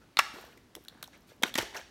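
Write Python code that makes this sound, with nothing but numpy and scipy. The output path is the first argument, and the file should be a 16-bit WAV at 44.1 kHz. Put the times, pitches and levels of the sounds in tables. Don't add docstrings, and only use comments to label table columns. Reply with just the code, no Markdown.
import sys
import numpy as np
from scipy import signal
from scipy.fft import rfft, irfft, next_fast_len
from scipy.io import wavfile
from scipy.ndimage import uniform_filter1d, map_coordinates

SR = 44100
rng = np.random.default_rng(int(sys.argv[2]) if len(sys.argv) > 2 else 0)


def wav_record(signal):
    frames = np.transpose(np.atleast_2d(signal))
    bounded = np.clip(frames, -1, 1)
    quanta = np.round(bounded * 32767).astype(np.int16)
    wavfile.write(sys.argv[1], SR, quanta)


def invert_db(x):
    u = np.asarray(x, float) / 20
    return 10 ** u


N = 83790


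def unit(x):
    return x / np.sqrt(np.mean(x ** 2) + 1e-20)


def along(points, hz):
    f, v = np.transpose(points)
    return np.interp(np.log(hz + 1), np.log(f + 1), v)


def filtered(x, response):
    m = next_fast_len(len(x) + 4096)
    return irfft(rfft(x, m) * response(np.fft.rfftfreq(m, 1 / SR)), m)[:len(x)]


def coloured(x, points):
    return filtered(x, lambda f: invert_db(along(points, f)))


def above(x, hz):
    return filtered(x, lambda f: (1j * f / (hz + 1j * f)) ** 2)


def add(track, s, x):
    part = track[round(s * SR):][:len(x)]
    part += x[:len(part)]


def grit(size, per_s, size_db):
    u, e, g = rng.random(size), rng.exponential(size=size), rng.standard_normal(size)
    happens = np.clip(per_s / SR / (u + 1e-9), 0, 1) ** 4
    return unit(happens * invert_db(size_db * np.minimum(e, 3)) * g)


def air():
    # frequency in Hz, level in dB.
    hiss_colour = [(15, -47.5), (30, -19), (52, -4), (110, -10.5), (280, -8), (450, -15.5), (4700, -29),
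                   (8000, -35.5), (16500, -41)]
    # frequency in Hz, level in dB.
    hum_tones = [(60, -77.5), (120, -74.5), (180, -85), (240, -75.5)]
    hiss_db, patchy_db = -62, 0.8
    z = signal.stft(rng.standard_normal(N), nperseg=512)[2]
    patches = uniform_filter1d(uniform_filter1d(rng.standard_normal(z.shape), 6, 0), 12, 1)
    noise = signal.istft(z * invert_db(patchy_db * unit(patches)), nperseg=512)[1][:N]
    hiss = invert_db(hiss_db) * unit(coloured(noise, hiss_colour))
    t = np.arange(N) / SR
    return hiss + sum(invert_db(db) * np.sin(2 * np.pi * hz * t) for hz, db in hum_tones)


def crinkle(low_hz, high_hz, per_s, cycles, size_db, size):
    draw = rng.random((int(per_s * N / SR), 4))
    hz = low_hz * (high_hz / low_hz) ** draw[:, 1:2]
    u = hz * np.arange(size) / SR
    gain = hz * invert_db(-size_db * np.log(draw[:, 2:3] + .03))
    pops = gain * np.sin(2 * np.pi * (u + draw[:, 3:])) * np.exp(-u / cycles) * (1 - np.exp(-u))
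    place = (draw[:, :1] * N).astype(int) + np.arange(size)
    return np.bincount(place.ravel(), pops.ravel())[:N]


def rustle():
    # start in seconds, rise in seconds, fall in seconds, level in dB,
    # body over the bright top in dB.
    strokes = [
        (.01, 0.0067, 0.027, -70.5, 9),
        (0.319, 0.031, 0.15, -57.5, 4),
        (0.85, 0.088, 0.12, -73.5, 10.5),
        (1.109, 0.023, 0.052, -62.5, 0),
        (1.258, 0.041, 0.039, -61.5, -3.5),
        (1.438, 0.0046, 0.055, -44.5, 1),
        (1.585, 0.0078, 0.063, -43, -1),
        (1.717, 0.037, 0.047, -48, 4),
        (1.78, 0.032, 0.087, -58.5, -32),
    ]
    # start in seconds, rise in seconds, fall in seconds, level in dB.
    slithers = [
        (.31, 0.034, 0.15, -63),
        (.78, 0.025, 0.027, -75),
        (1.26, 0.017, 0.051, -65.5),
        (1.44, 0.029, 0.023, -54),
        (1.74, 0.014, 0.059, -62.5),
    ]
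    # frequency in Hz, level in dB.
    foil_colour = [(500, -57.5), (1300, -5), (2100, -2), (4600, -3.5), (5100, -15.5), (5700, -4),
                   (6500, -10.5), (16000, -36)]
    body_colour = [(88, -80), (150, -19), (500, -9.5), (1310, -14), (1500, -11.5), (1950, -6), (3300, -120)]
    slither_colour = [(600, -56), (2500, -9), (5000, -7.5), (8500, -7.5), (10500, -10.5), (13000, -3.5),
                      (16000, -15.5)]
    t = np.arange(N) / SR

    def shape(s, rise, fall):
        fade = np.exp(-(np.maximum(t - s - rise, 0) / fall) ** 2)
        return np.clip((t - s) / rise, 0, 1) ** 2 * fade

    def layer(x, points):
        return unit(coloured(np.pad(x, (0, N - len(x))), points))

    top = sum(invert_db(db) * shape(s, rise, fall) for s, rise, fall, db, _ in strokes)
    low = sum(invert_db(db + body_db) * shape(s, rise, fall) for s, rise, fall, db, body_db in strokes)
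    thin = sum(invert_db(db) * shape(s, rise, fall) for s, rise, fall, db in slithers)
    clump = invert_db(2 * map_coordinates(rng.standard_normal(N // 200), [t * 150]))
    foil = crinkle(984, 16100, 5000, cycles=4.3, size_db=0.5, size=300)
    body = crinkle(193.0, 1734, 1200, cycles=2.55, size_db=4.0, size=900)
    slither = layer(grit(N, 20000, 2.5), slither_colour)
    return top * layer(foil, foil_colour) + low * layer(body, body_colour) + thin * clump * slither


def rings(peaks):
    def response(f):
        total = 0
        for k, (c, w, db) in enumerate(peaks):
            total = total + (-1) ** k * invert_db(db) * 1j * f * w / (c * c - f * f + 1j * f * w)
        return total
    return response


def fracture(ms, peaks, crack_db, breaks=((0, 9.5),)):
    # frequency in Hz, level in dB.
    crack_colour = [(400, -1.5), (1300, -0.5), (4000, -0.5), (9000, -5), (13000, -3), (16000, -11.5)]
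    fractures_per_s, size_db, release = 16900, 4, 0.5
    sharpen = 0.29
    t = np.arange(SR // 20) / SR
    fade = np.exp(-np.maximum(t * 1000 / ms - 1, 0) / release)
    burst = grit(len(t), fractures_per_s, size_db) * fade
    at_ms, db = np.transpose(breaks)
    burst[np.round(abs(at_ms) * SR / 1000).astype(int)] = invert_db(db)
    push = rfft(burst)
    even = push / np.sqrt(uniform_filter1d(abs(push) ** 2, size=25))
    burst = irfft(even, len(t)) * (t < .04)

    def scale(x):
        return x / np.sqrt(np.sum(x ** 2) / (SR * ms / 1000))

    ring = scale(filtered(burst, rings(peaks)))
    crack = scale(coloured(burst * abs(burst) ** sharpen, crack_colour))
    return ring + invert_db(crack_db) * crack


def shells():
    # start in seconds, level in dB, tearing time in ms, broad crack in dB,
    # share reaching the room in dB.
    snaps = [
        (0.1703, -15.5, 1.9, -8.5, 6),
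        (0.1895, -13, 5.5, -4, 1.4),
        (1.4335, -15.5, 3.16, -7.5, -6.5),
        (1.5553, -23, 3.7, 1, 5.5),
        (1.582, -24, 6.5, 4, 4.5),
    ]
    # frequency in Hz, width in Hz, level in dB.
    pieces = [
        [(720, 250, -18.5), (1270, 150, -7), (2143, 380, -6.5), (2970, 250, -4), (3650, 460, -2),
         (4250, 300, 5)],
        [(830, 490, -12.5), (1104, 125, 6.5), (1342, 193, 1), (1744, 220, 0), (2060, 296, 1), (2314, 160, -1),
         (2680, 200, -2.5), (4040, 460, -5), (5450, 620, -13.5)],
        [(833, 830, -5.5), (1500, 136, 4.5), (2000, 420, 1), (2600, 160, 2), (3200, 150, 2.5), (3740, 196, 4.5),
         (6060, 500, -11.5)],
        [(924, 100, -11), (2100, 170, -0.5), (3460, 450, -14), (6900, 370, -4)],
        [(935, 120, -12.5), (1690, 340, -12), (2370, 890, -11), (3100, 190, 10.5), (5900, 740, -7)],
    ]
    # time after its start in ms, level over the grit in dB.
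    snap_breaks = [
        [(0, 20.5), (.8, 21)],
        [(0, 22), (.9, 23), (2.2, 20), (3.4, 20), (5.1, 20.5)],
        [(0, 19), (1.6, 13.5), (2.3, 20), (4.1, 15.5)],
        [(0, 22), (2.5, 13.5)],
        [(1.2, 17), (3.5, 15), (6.8, 9)],
    ]
    # start in seconds, level in dB, tearing time in
    # ms, ring in Hz, broad crack in dB.
    ticks = [(.1938, -18.5, 1.15, 2100, -15), (0.202, -24, 1, 1680, -36), (0.524, -61, 5.9, 2520, -13),
             (0.574, -57.5, 4.1, 2050, -1), (.752, -45, 1.53, 3330, 9), (0.762, -60, 3, 3610, 7),
             (0.8392, -53, 0.48, 12000, -7), (0.85, -55.5, 0.77, 3740, 7), (0.857, -57, 1.8, 1500, -21),
             (0.8834, -36.5, 1.4, 3660, -5.5), (0.893, -60, 5.6, 3470, -20), (0.896, -71, 1.7, 1890, -10),
             (1.027, -46.5, 2.8, 4060, 10), (1.0273, -44.5, 3.1, 1333, -13), (1.039, -46.5, 4.2, 3580, -2),
             (1.056, -59, 5.3, 2950, -14), (1.076, -49, 0.57, 5750, -0.5), (1.424, -40, 3.2, 3300, -0.5),
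             (1.444, -42, 1.7, 1090, -13), (1.4646, -42, 2.9, 3520, -7), (1.5406, -33.5, 2.3, 3420, -4),
             (1.553, -32, 3, 1655, -5), (1.5773, -40.5, 2.8, 5900, 10.5),
             (1.457, -48, 2.2, 3200, -5), (1.476, -46, 2.4, 2000, -8), (1.479, -43, 3.4, 2800, -5),
                  (1.493, -43.5, 2, 2600, -6), (1.564, -40, 1.1, 2500, -5), (1.596, -37.5, 4.2, 1850, -15),
                  (1.604, -36, 3.3, 1610, -10), (1.613, -42, 3.4, 2100, 1.5), (1.623, -45, 2.7, 5500, 4),
                  (1.708, -49.5, 2.4, 3100, -10), (1.729, -54, 2, 1800, -8), (1.745, -42.5, 5.6, 1860, -11),
                  (1.7534, -43, 2.7, 1850, -10), (1.766, -43.5, 7.2, 5470, -4),
                  (1.764, -39, 3.8, 1470, -13), (1.774, -45, 3.2, 2500, -9), (1.779, -48, 3.8, 5900, -18),
                  (1.779, -55, 2.7, 1560, -12), (1.791, -46, 1.8, 2100, -17), (1.798, -53, 2.9, 2190, -6),
                  (1.817, -64, 2.7, 2640, -10), (1.22, -63, 1.4, 5000, -13), (.945, -66, .7, 8540, -5),
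                  (.977, -67, .7, 8100, -8), (1.13, -60, 6, 1680, -13), (1.141, -58, 10.5, 2120, -12.5)]
    # start in seconds, level in dB.
    specks = [(.412, -49), (0.451, -52), (0.528, -62), (.6, -68.5), (.822, -65), (.828, -65), (1.176, -58),
              (1.208, -60.5), (1.229, -66), (1.365, -63), (1.727, -64), (1.799, -53)]
    dull_hz = 5000
    tick_q, twin, twin_db = 9, 1.186, -1
    out, far = np.zeros(N), np.zeros(N)
    for (s, db, ms, crack_db, far_db), piece, breaks in zip(snaps, pieces, snap_breaks):
        snap = invert_db(db) * fracture(ms, piece, crack_db, breaks)
        snap = filtered(snap, lambda f: 1 / (1 + 1j * f * invert_db(far_db) / dull_hz))
        add(out, s, snap)
        add(far, s, (invert_db(far_db) - 1) * snap)
    for s, db, ms, hz, crack_db in ticks:
        pair = [(hz, hz / tick_q, 0), (hz * twin, hz / tick_q, twin_db)]
        add(out, s, invert_db(db) * fracture(ms, pair, crack_db))
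    for s, db in specks:
        add(out, s, invert_db(db) * fracture(0.51, [(13800, 4000, 0)], crack_db=-15))
    return out, out + far


def bumps():
    # start in seconds, peak level in dB, frequency in Hz.
    contacts = [(0.339, -37.5, 282), (0.366, -38.5, 355), (0.386, -38.5, 415), (.44, -37, 680),
                (0.572, -46, 390), (0.759, -44, 327), (0.766, -35.5, 390), (.772, -41, 750),
                (.781, -39.5, 487), (0.807, -44, 302), (.914, -51, 172), (.927, -47, 620), (0.95, -46, 940),
                (0.954, -46, 233), (0.998, -48, 124), (1.031, -51, 155), (1.728, -37, 850),
                (1.742, -46, 600), (1.7515, -31.5, 600), (1.759, -45, 706), (1.769, -43, 620),
                (1.777, -38, 540), (1.782, -41, 800), (1.787, -33.5, 694), (1.796, -33.5, 616),
                (1.08, -39.5, 800), (1.318, -40.5, 515), (1.42, -30, 490), (1.433, -20.5, 249),
                (1.449, -28.5, 344), (1.555, -26, 251), (1.5565, -34, 796), (1.583, -19.5, 354),
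                (1.587, -18, 566), (1.5921, -26, 1040), (1.399, -42, 254), (1.591, -35, 112),
                (1.628, -26.5, 414), (1.602, -28, 750), (1.619, -45, 51), (1.636, -47, 620)]
    bump_q = 2.7
    out, t = np.zeros(N), np.arange(SR // 8) / SR
    for s, db, hz in contacts:
        u = hz * t
        swell = (1 - np.exp(-2 * u)) * np.exp(-np.pi * u / bump_q)
        push = invert_db(db) * 2 * np.sin(2 * np.pi * u) * swell
        add(out, s, above(push, hz / 2))
    return out


def room(x):
    # frequency in Hz, time to fall by 60 dB in seconds.
    ring_time = [(250, 0.64), (1500, 0.53), (5000, 0.64), (14000, 0.39)]
    # frequency in Hz, level in dB.
    echo_colour = [(700, 1.5), (1150, -2.5), (1700, 4.5), (2400, -0.5), (3900, -1), (5600, 1), (9000, 0)]
    room_db, table_db, table_t60 = -16, -16.5, 0.056
    hz, t, z = signal.stft(rng.standard_normal(SR * 3 // 4), SR, nperseg=256)
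    tail = signal.istft(z * invert_db(-60 * t / along(ring_time, hz)[:, None]), SR, nperseg=256)[1]
    size = len(tail)
    near = rng.standard_normal(size) * invert_db(-60 * np.arange(size) / SR / table_t60)
    late = invert_db(room_db) * np.pad(tail, (400, 0))[:size] / np.linalg.norm(tail)
    early = invert_db(table_db) * np.pad(near, (250, 0))[:size] / np.linalg.norm(near)
    return coloured(signal.fftconvolve(x, late + early)[:N], echo_colour)


def scene():
    low_cut_hz = 200
    near, far = shells()
    soft = bumps() + rustle()
    echo = room(above(far + soft, low_cut_hz))
    return (above(near, low_cut_hz) + soft + echo + air())[None]


def band_limit(x):
    return signal.sosfilt(signal.butter(12, 16660, fs=SR, output="sos"), x)


def record(dry):
    top_hz = 15900
    mix = filtered(dry[0], lambda f: invert_db(-25 * np.clip((f - top_hz) / 300, 0, 1)) * (f < 16700))
    return band_limit(mix[None])


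dry = scene()
out = record(dry)
wav_record(out)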